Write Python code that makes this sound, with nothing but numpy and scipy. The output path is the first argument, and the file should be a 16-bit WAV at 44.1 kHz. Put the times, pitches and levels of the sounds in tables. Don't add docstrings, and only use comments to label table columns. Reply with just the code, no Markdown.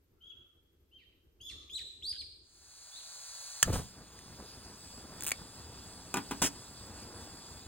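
import sys
import numpy as np
from scipy import signal
from scipy.fft import rfft, irfft, next_fast_len
from scipy.io import wavfile
from scipy.ndimage import uniform_filter1d, map_coordinates

SR = 44100
rng = np.random.default_rng(int(sys.argv[2]) if len(sys.argv) > 2 else 0)


def wav_out(sig):
    wavfile.write(sys.argv[1], SR, np.round(np.clip(np.atleast_2d(sig).T, -1, 1) * 32767).astype(np.int16))


N = 338247
FADE_S, FADE_LENGTH_S = 2.4, 1
LIT_S = 3.63


def amp(db):
    return 10 ** (np.asarray(db) / 20)


def unit(x):
    return x / np.sqrt(np.mean(x ** 2) + 1e-20)


def along(points, hz):
    freqs, values = np.transpose(points)
    return np.interp(np.log(hz + 1), np.log(freqs + 1), values)


def clock():
    return np.arange(N) / SR


def ramp(start, length):
    return np.clip((clock() - start) / length, 0, 1)


def burst(start, t60, attack, hold=0):
    t = np.maximum(clock() - start, 0)
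    decay = amp(-60 * np.clip((t - hold) / t60, 0, 2))
    return (1 - np.exp(-t / attack)) * decay * (t < hold + 2 * t60)


def placed(x, start):
    return np.pad(x, (int(start * SR), N))[:N]


def wobble(rate, size=N):
    values = rng.standard_normal(int(size * rate / SR) + 4)
    return map_coordinates(values, [np.arange(size) * rate / SR])


def filtered(x, response):
    size = next_fast_len(N + 8192)
    return irfft(rfft(x, size) * response(np.fft.rfftfreq(size, 1 / SR)), size)[..., :N]


def noise(spectrum, boost_db=lambda hz: 0):
    return unit(filtered(rng.standard_normal(N), lambda hz: amp(along(spectrum, hz) + boost_db(hz))))


def echoes(x, decay, length):
    hz, t, bands = signal.stft(rng.standard_normal((2, int(length * SR))), SR, nperseg=128)
    tail = signal.istft(bands * amp(-60 * t / along(decay, hz)[:, None]), SR)[1]
    return signal.fftconvolve(x[None], tail / np.linalg.norm(tail[0]), axes=1)[:, :N]


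# frequency in Hz, level in dB.
AIR_TONE = [(25, -9), (70, 5.5), (130, -7.5), (220, -13), (370, -6), (700, -25.5), (1500, -26.5),
            (5000, -30), (15000, -37)]
# frequency in Hz, likeness from 0 to 1.
AIR_LIKENESS = [(180, 0.94), (550, 0.44), (1650, 0.012)]
# start, rise, hold and fade in seconds, then the added rush in dB against the calm.
AIR_SWELL = (1.39, 0.023, 0.6, 1.3, 2)


def forest_air(calm_db=-69.0, by_stove_db=-8, waver_db=2.5, hiss_db=-84):
    spread = lambda hz: np.arccos(np.clip(along(AIR_LIKENESS, hz), -1, 1)) / 2
    mid = filtered(noise(AIR_TONE), lambda hz: np.cos(spread(hz)))
    side = filtered(noise(AIR_TONE), lambda hz: np.sin(spread(hz)))
    ears = np.array([mid + side, mid - side])
    rush = filtered(ears, lambda hz: 1 / (1 + (hz / 1500) ** 4))
    start, attack, hold, t60, db = AIR_SWELL
    swell = 1 + amp(db) * burst(start, t60, attack, hold)
    level_db = calm_db + by_stove_db * ramp(FADE_S, FADE_LENGTH_S) + waver_db * wobble(23)
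    return rush * swell * amp(level_db) + amp(hiss_db) * unit(ears - rush)


# frequency in Hz, level in dB.
CRICKET_TONE = [(10500, -65), (12800, 9), (13800, 7), (16000, -31)]


def cricket(db=-87, depth_db=4, pulse_hz=11.6):
    pulse = np.cos(2 * np.pi * pulse_hz * (clock() - .04))
    rasp = np.array([noise(CRICKET_TONE), noise(CRICKET_TONE)])
    return amp(db + depth_db * pulse) * rasp * (clock() < FADE_S)


# start in seconds, length in seconds, top pitch in Hz, level in dB.
HOOTS = [(0.048, 0.51, 1373, -78.5), (1.432, 0.221, 1210, -68.5)]


def far_bird(arch_hz=119.3, waver_hz=70):
    calls = np.zeros(N)
    for start, length, top_hz, db in HOOTS:
        arch = np.sin(np.linspace(0, np.pi, int(length * SR)))
        hz = top_hz - arch_hz * (1 - arch) + waver_hz * wobble(160, size=len(arch))
        calls += placed(amp(db) * arch * np.sin(2 * np.pi * np.cumsum(hz) / SR), start)
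    return calls


# multiple of the pitch, level in dB.
VOICE_OVERTONES = [(1.5, -35), (2, -17.5), (3, -27), (4, -26)]
# frequency in Hz, boost in dB.
BEAK_BOOST = [(2500, 10), (3600, 29), (4900, 13), (5800, 3.5), (7100, 0.5), (8300, 1), (14000, -0.5)]


def chirp(overtones_db, rasp_db, contour, rasp, hoarse_below_hz=3300, hoarse_range_hz=900, lag_s=35e-6):
    times, pitches, levels = np.transpose(contour)
    t = np.arange(times[0], times[-1], 1 / SR)
    shake = lambda rate: wobble(rate, size=len(t))
    pitch, level_db = np.interp(t, times, pitches), np.interp(t, times, levels)
    hoarse = np.clip((min(hoarse_below_hz, pitches.max()) - pitch) / hoarse_range_hz, 0, 1)
    pitch *= 1 + (.005 + .04 * hoarse) * shake(466)
    ear_shift = pitch * lag_s * np.array([[.5], [-.5]])
    phase = 2 * np.pi * (np.cumsum(pitch) / SR + ear_shift) + .1 * shake(1100)
    tone = amp(-1 * hoarse) * np.sin(phase)
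    overtones = sum(amp(db + along(BEAK_BOOST, k * pitch) + 4.5 * shake(269)) * np.sin(k * phase)
                    for k, db in VOICE_OVERTONES)
    brightness = amp(overtones_db + .3 * (level_db.max() - level_db) - 9 * hoarse)
    rasp = filtered(rasp, lambda hz: amp(overtones_db * (hz > 5000)))
    grit = amp(rasp_db) * hoarse * rasp[int(times[0] * SR):][:len(t)]
    opening = np.clip((t - t[0]) / .016, 0, 1) ** 2
    edges = np.clip(np.minimum(t - t[0], t[-1] - t) / .005, 0, 1)
    loudness = edges * amp(level_db + 1.7 * shake(295.6))
    voice = loudness * (tone + opening * (brightness * overtones + opening * grit))
    return np.array([placed(ear, times[0]) for ear in voice])


# overtones, hoarseness and echo in dB, then the chirp's shape
# as a list of points, each with time in seconds, pitch in Hz, level in dB.
SONG = [ (-16, -16, 6, [(.203, 2650, -73), (.212, 3020, -62), (.245, 3300, -53), (.3, 3350, -53),
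        (.318, 2650, -65), (.335, 2600, -73)]), (-18, -8, 6, [(.91, 2700, -75), (.93, 3100, -63),
        (.968, 3170, -58), (.99, 2850, -64), (1.015, 2200, -66), (1.048, 1700, -72)]),
        (3.5, -4.5, 3, [(1.399, 2650, -65), (1.413, 3200, -50), (1.44, 3420, -51), (1.474, 3500, -42),
        (1.492, 3100, -51), (1.52, 1820, -60), (1.548, 1700, -65)]), (0.5, -4.5, 0, [(1.69, 1600, -64),
        (1.7, 3200, -48), (1.738, 3650, -44), (1.757, 4080, -33.5), (1.771, 3920, -34), (1.78, 3150, -46),
        (1.797, 1950, -55), (1.827, 1700, -57)]), (0, -1.5, -1.5, [(2.019, 1700, -62), (2.026, 3250, -44),
        (2.065, 4480, -36.5), (2.108, 4980, -36.5), (2.122, 4400, -39), (2.126, 3000, -48),
        (2.135, 1650, -61), (2.172, 1650, -63)]), (-5, -2, -1, [(2.168, 1900, -61), (2.177, 3750, -50),
        (2.195, 4550, -39), (2.211, 4150, -42), (2.22, 2450, -55), (2.237, 2300, -66)]),
        (-10, -2, 0, [(2.919, 3350, -56), (2.958, 3720, -48), (2.98, 4200, -45), (2.994, 3850, -51),
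        (3.018, 2100, -66)]), ]
# frequency in Hz, level in dB.
RASP_TONE = [(1100, -22), (1900, -1), (3900, 7), (5800, -3), (9000, -3), (14000, -26)]
# frequency in Hz, fade in seconds.
GROUND_ECHO = [(4000, .03)]
TRUNK_ECHO = [(1500, 0.3), (4000, 0.62), (12000, 0.25)]
FOREST_ECHO = [(500, 0.7), (4000, 1.06), (8000, 1.3), (14000, 0.13)]


def birds(hill_delay_s=0.1, dull_hz=15000, echo_above_hz=1900):
    rasp = noise(RASP_TONE)
    song, outward = np.zeros((2, N)), np.zeros(N)
    for overtones_db, rasp_db, echo_db, contour in SONG:
        voice = chirp(overtones_db, rasp_db, contour, rasp)
        song += voice
        outward += amp(echo_db) * voice[0]
    direct = filtered(song, lambda hz: 1 / (1 + (hz / dull_hz) ** 20))
    near = filtered(outward, lambda hz: hz ** 4 / (hz ** 4 + echo_above_hz ** 4))
    far = far_bird()
    ground = amp(-5) * echoes(direct[0], GROUND_ECHO, length=.5)
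    trunks = amp(-5.5) * echoes(near, TRUNK_ECHO, length=0.65)
    hillside = amp(-12) * echoes(placed(near, hill_delay_s), TRUNK_ECHO, length=0.41)
    forest = echoes(amp(-10) * near + far, FOREST_ECHO, length=0.68)
    return amp(-0.7) * direct + ground + trunks + hillside + forest


# frequency in Hz, width in Hz, boost in dB.
STEEL_PEAKS = [(2620, 110, 4), (3470, 130, 5.5), (4400, 195, 5.5), (4843, 266, 11), (7600, 90, 2.5),
               (10600, 300, 8.5)]


def steel_hiss(spectrum, ring):
    peaks = lambda hz: sum(db * np.exp(-((hz - mid) / width) ** 2) for mid, width, db in STEEL_PEAKS)
    return noise(spectrum, lambda hz: ring * peaks(hz))


# frequency in Hz, level in dB.
GAS_TONE = [(150, -14.5), (330, -27), (600, -8.5), (1500, -7.5), (2100, -12.5), (3100, -12.5), (3750, -7),
            (4150, 2), (4650, 2), (5300, -9), (6600, 3), (8500, -4.5), (9700, -4), (13000, -25.5),
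            (15500, -9)]


def unlit_jet(db=-46, catch_s=0.033, t60=0.34):
    dying_db = -60 * np.maximum(clock() - LIT_S - catch_s, 0) / t60
    loudness = ramp(FADE_S, FADE_LENGTH_S) * amp(db + dying_db + 0.12 * wobble(14))
    return loudness * steel_hiss(GAS_TONE, ring=0.25)


def cracks(rows, spectrum, t60):
    return noise(spectrum) * sum(amp(db) * burst(start, t60, attack=.0001) for start, db, *_ in rows)


def knock(rows, hz, ring_db, t60):
    waver = .5 * wobble(160)
    tone = lambda start: np.sin(2 * np.pi * hz * (clock() - start) + waver)
    return sum(amp(db + ring_db) * burst(start, t60, attack=0.0005) * tone(start) for start, db in rows)


# start in seconds, level in dB.
LIGHTER_SNAPS = [(3.6283, -7.5)]
# frequency in Hz, level in dB.
SNAP_TONE = [(900, -12.5), (1650, -15), (2200, -27), (3000, -3.5), (4000, -8), (5300, -3.5), (6800, 5),
             (10000, -7), (12500, -9), (15000, -9)]
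# pitch in Hz, level in dB, fade in seconds.
TIP_RINGS = [(1350, -8, .012), (1720, -5, .016), (7000, -2, .008)]


def lighter():
    click = cracks(LIGHTER_SNAPS, SNAP_TONE, t60=0.017)
    return click + sum(knock(LIGHTER_SNAPS, hz, db, t60) for hz, db, t60 in TIP_RINGS)


# frequency in Hz, level in dB.
ROAR_TONE = [(20, -33), (65, 7), (130, 0), (300, -4), (550, -12.5), (1100, -12), (2100, -20), (4500, -71)]
JET_TONE = [(900, 3.5), (2000, -5.5), (4000, 1.5), (5300, 2), (7500, 1), (10000, 1), (12000, -24),
            (14500, -3.5), (15700, -3.5)]
# time in seconds, pitch in Hz, level in dB.
WHISTLE_PATH = [(3.7, 7300, -85), (3.88, 7300, -56), (3.95, 7400, -74), (4.06, 7100, -66),
                (4.27, 6250, -69), (4.6, 6700, -77), (4.71, 8100, -63), (4.92, 7750, -58), (5.1, 7500, -64),
                (6.1, 7800, -60.5), (7.67, 7510, -61.5)]


def flame(roar_db=-53.5, jet_db=-53, warm_up_s=0.52, whistle_width_hz=750, wander_hz=130):
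    cold = np.exp(-np.maximum(clock() - LIT_S, 0) / warm_up_s)
    pressure = wobble(12)
    flutter_db = 1.7 * wobble(18)
    rumble = unit(noise(ROAR_TONE) * amp(2 * wobble(150)))
    roar = amp(roar_db - 11 * cold + flutter_db) * rumble
    jet = amp(jet_db - 7.5 * cold) * patchy(steel_hiss(JET_TONE, ring=0.95))
    times, pitches, levels = np.transpose(WHISTLE_PATH)
    pitch = np.interp(clock(), times, pitches) + wander_hz * pressure
    band = wobble(whistle_width_hz) + 1j * wobble(whistle_width_hz)
    breath = np.real(band * np.exp(2j * np.pi * np.cumsum(pitch) / SR))
    whistle = amp(np.interp(clock(), times, levels)) * unit(breath)
    return (roar + amp(pressure) * (jet + whistle)) * ramp(LIT_S, 0.068)


def patchy(hiss, depth_db=1.5):
    bands = signal.stft(hiss, nperseg=512)[2]
    patches = uniform_filter1d(rng.standard_normal(bands.shape), size=7, axis=0)
    patches = uniform_filter1d(patches, size=12, axis=1)
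    return signal.istft(bands * amp(depth_db * unit(patches)))[1][:N]


# start in seconds, length in seconds, level in dB.
TONGUES = [(3.671, 0.026, -35), (3.721, 0.041, -36), (3.784, 0.017, -42.5), (4.37, 0.08, -53.5),
           (4.887, 0.36, -56.5), (6.762, 0.56, -54.5)]
# frequency in Hz, level in dB.
THUMP_TONE = [(20, -2), (65, 5.5), (130, 4.5), (300, -16), (700, -32)]
TONGUE_TONE = [(80, 4), (250, 13), (600, 6), (1200, 1), (2200, -12), (6000, -50)]


def ignition(thump_db=-31.5, sizzle_db=-36):
    thump = amp(thump_db) * burst(LIT_S, t60=0.28, attack=0.046, hold=0.13) * noise(THUMP_TONE)
    tongues = sum(amp(db) * burst(start, t60=0.072, attack=0.18 * length, hold=length)
                  for start, length, db in TONGUES)
    roar = tongues * unit(noise(TONGUE_TONE) * amp(3 * wobble(160)))
    sizzle = amp(sizzle_db) * burst(LIT_S + 0.095, t60=0.4, attack=0.0036, hold=0.0093)
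    return thump + roar + sizzle * steel_hiss(JET_TONE, ring=0.091)


# start in seconds, level in dB.
VAPOUR_POPS = [(4.19, -43), (5.3174, -19)]
# frequency in Hz, level in dB.
POP_TONE = [(400, -8.5), (1200, -14), (2200, 3), (3500, -16), (5000, -3.5), (12000, -12), (15000, -17)]


def pops():
    return cracks(VAPOUR_POPS, POP_TONE, t60=0.016) + knock(VAPOUR_POPS, hz=2260, ring_db=-1, t60=0.008)


# start in seconds, level in dB.
DROPLET_TICKS = [(5.2078, -26), (5.2232, -25), (5.2354, -20), (5.2442, -25), (5.2512, -25), (5.266, -18),
                 (5.2723, -18.5), (5.2788, -17.5), (5.2845, -18), (5.291, -21), (5.298, -25), (5.3072, -22)]
# frequency in Hz, level in dB.
TICK_TONE = [(600, -9), (2500, -1.5), (4300, -9), (5700, -4), (6900, 5), (11500, -4), (15000, 2)]


def droplets(fizz_db=-25):
    ticks = cracks(DROPLET_TICKS, TICK_TONE, t60=.006)
    return ticks + amp(fizz_db) * cracks(DROPLET_TICKS, TICK_TONE, t60=.04)


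# start in seconds, crack in dB,
# spray in dB, spray length in seconds, flare in dB, ring in dB.
FUEL_SPITS = [(6.1412, -25.5, -42, .0021, -34, -31.5), (6.1574, -42, -46, 0.0053, -41, -35.5),
              (6.1698, -28, -45, .0066, -30, -35), (6.3096, -40, -38, 0.0029, -29.5, -39.5),
              (6.4184, -22.5, -25, 0.056, -21, -33.5)]
# frequency in Hz, level in dB.
SPRAY_TONE = [(500, 0), (1200, -2.5), (3200, 4), (4100, -5.5), (5500, 7.5), (6700, 2.5), (7600, 10.5),
              (8700, -6), (9700, 6.5), (12000, -15.5), (14800, -2)]
PUFF_TONE = [(60, -25), (170, 3.5), (390, -0.5), (540, -18), (800, -3), (1400, -7), (2500, -10),
             (6000, -22)]
# pitch in Hz, level in dB, fade in seconds.
CLUNK_RINGS = [(370, -1, .06), (826, -2, 0.11), (976, -1, 0.09), (1208, -1, 0.09), (1455, -2.5, .09),
               (2480, 1.5, 0.03)]


def spits(sag_db_per_s=110, puff_db=-3):
    spray, puff, flares, blows = np.zeros(N), np.zeros(N), [], []
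    for start, _, spray_db, length, flare_db, ring_db in FUEL_SPITS:
        sag_db = sag_db_per_s * np.maximum(clock() - start, 0)
        spray += amp(spray_db - sag_db) * burst(start, t60=0.066, attack=0.0012, hold=length)
        puff += amp(flare_db + puff_db) * burst(start, t60=0.12, attack=0.0033, hold=0.0009)
        flares.append((start, flare_db))
        blows.append((start, ring_db))
    splutter = unit(steel_hiss(SPRAY_TONE, ring=0.094) * amp(wobble(480)))
    clunk = sum(knock(blows, hz, db, t60) for hz, db, t60 in CLUNK_RINGS)
    boom = knock(flares, hz=280, ring_db=-4, t60=0.15)
    crack = cracks(FUEL_SPITS, SPRAY_TONE, t60=0.023)
    return crack + spray * splutter + puff * noise(PUFF_TONE) + clunk + boom


# frequency in Hz, delay in seconds.
EAR_DELAY = [(100, 0.00014), (1800, 0.000049), (4000, 0.000046), (5200, 0.0001), (8000, 0.00012)]
# frequency in Hz, fade in seconds.
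WALL_ECHO = [(200, 0.38), (2000, 0.088), (12000, 0.046)]


def scene():
    clicks = lighter() + pops()
    stove = unlit_jet() + flame() + ignition() + spits() + clicks + droplets()
    left_right = np.array([[1], [-1]])
    direct = filtered(stove, lambda hz: np.exp(1j * np.pi * hz * along(EAR_DELAY, hz) * left_right))
    less_bass = filtered(stove, lambda hz: hz / (hz + 250))
    walls = amp(-11.5) * echoes(less_bass, WALL_ECHO, length=.1)
    return direct + walls + birds() + cricket() + forest_air()


def record(dry):
    top_hz = 15950
    return filtered(dry, lambda hz: 1 / (1 + (hz / top_hz) ** 200))


dry = scene()
out = record(dry)
wav_out(out)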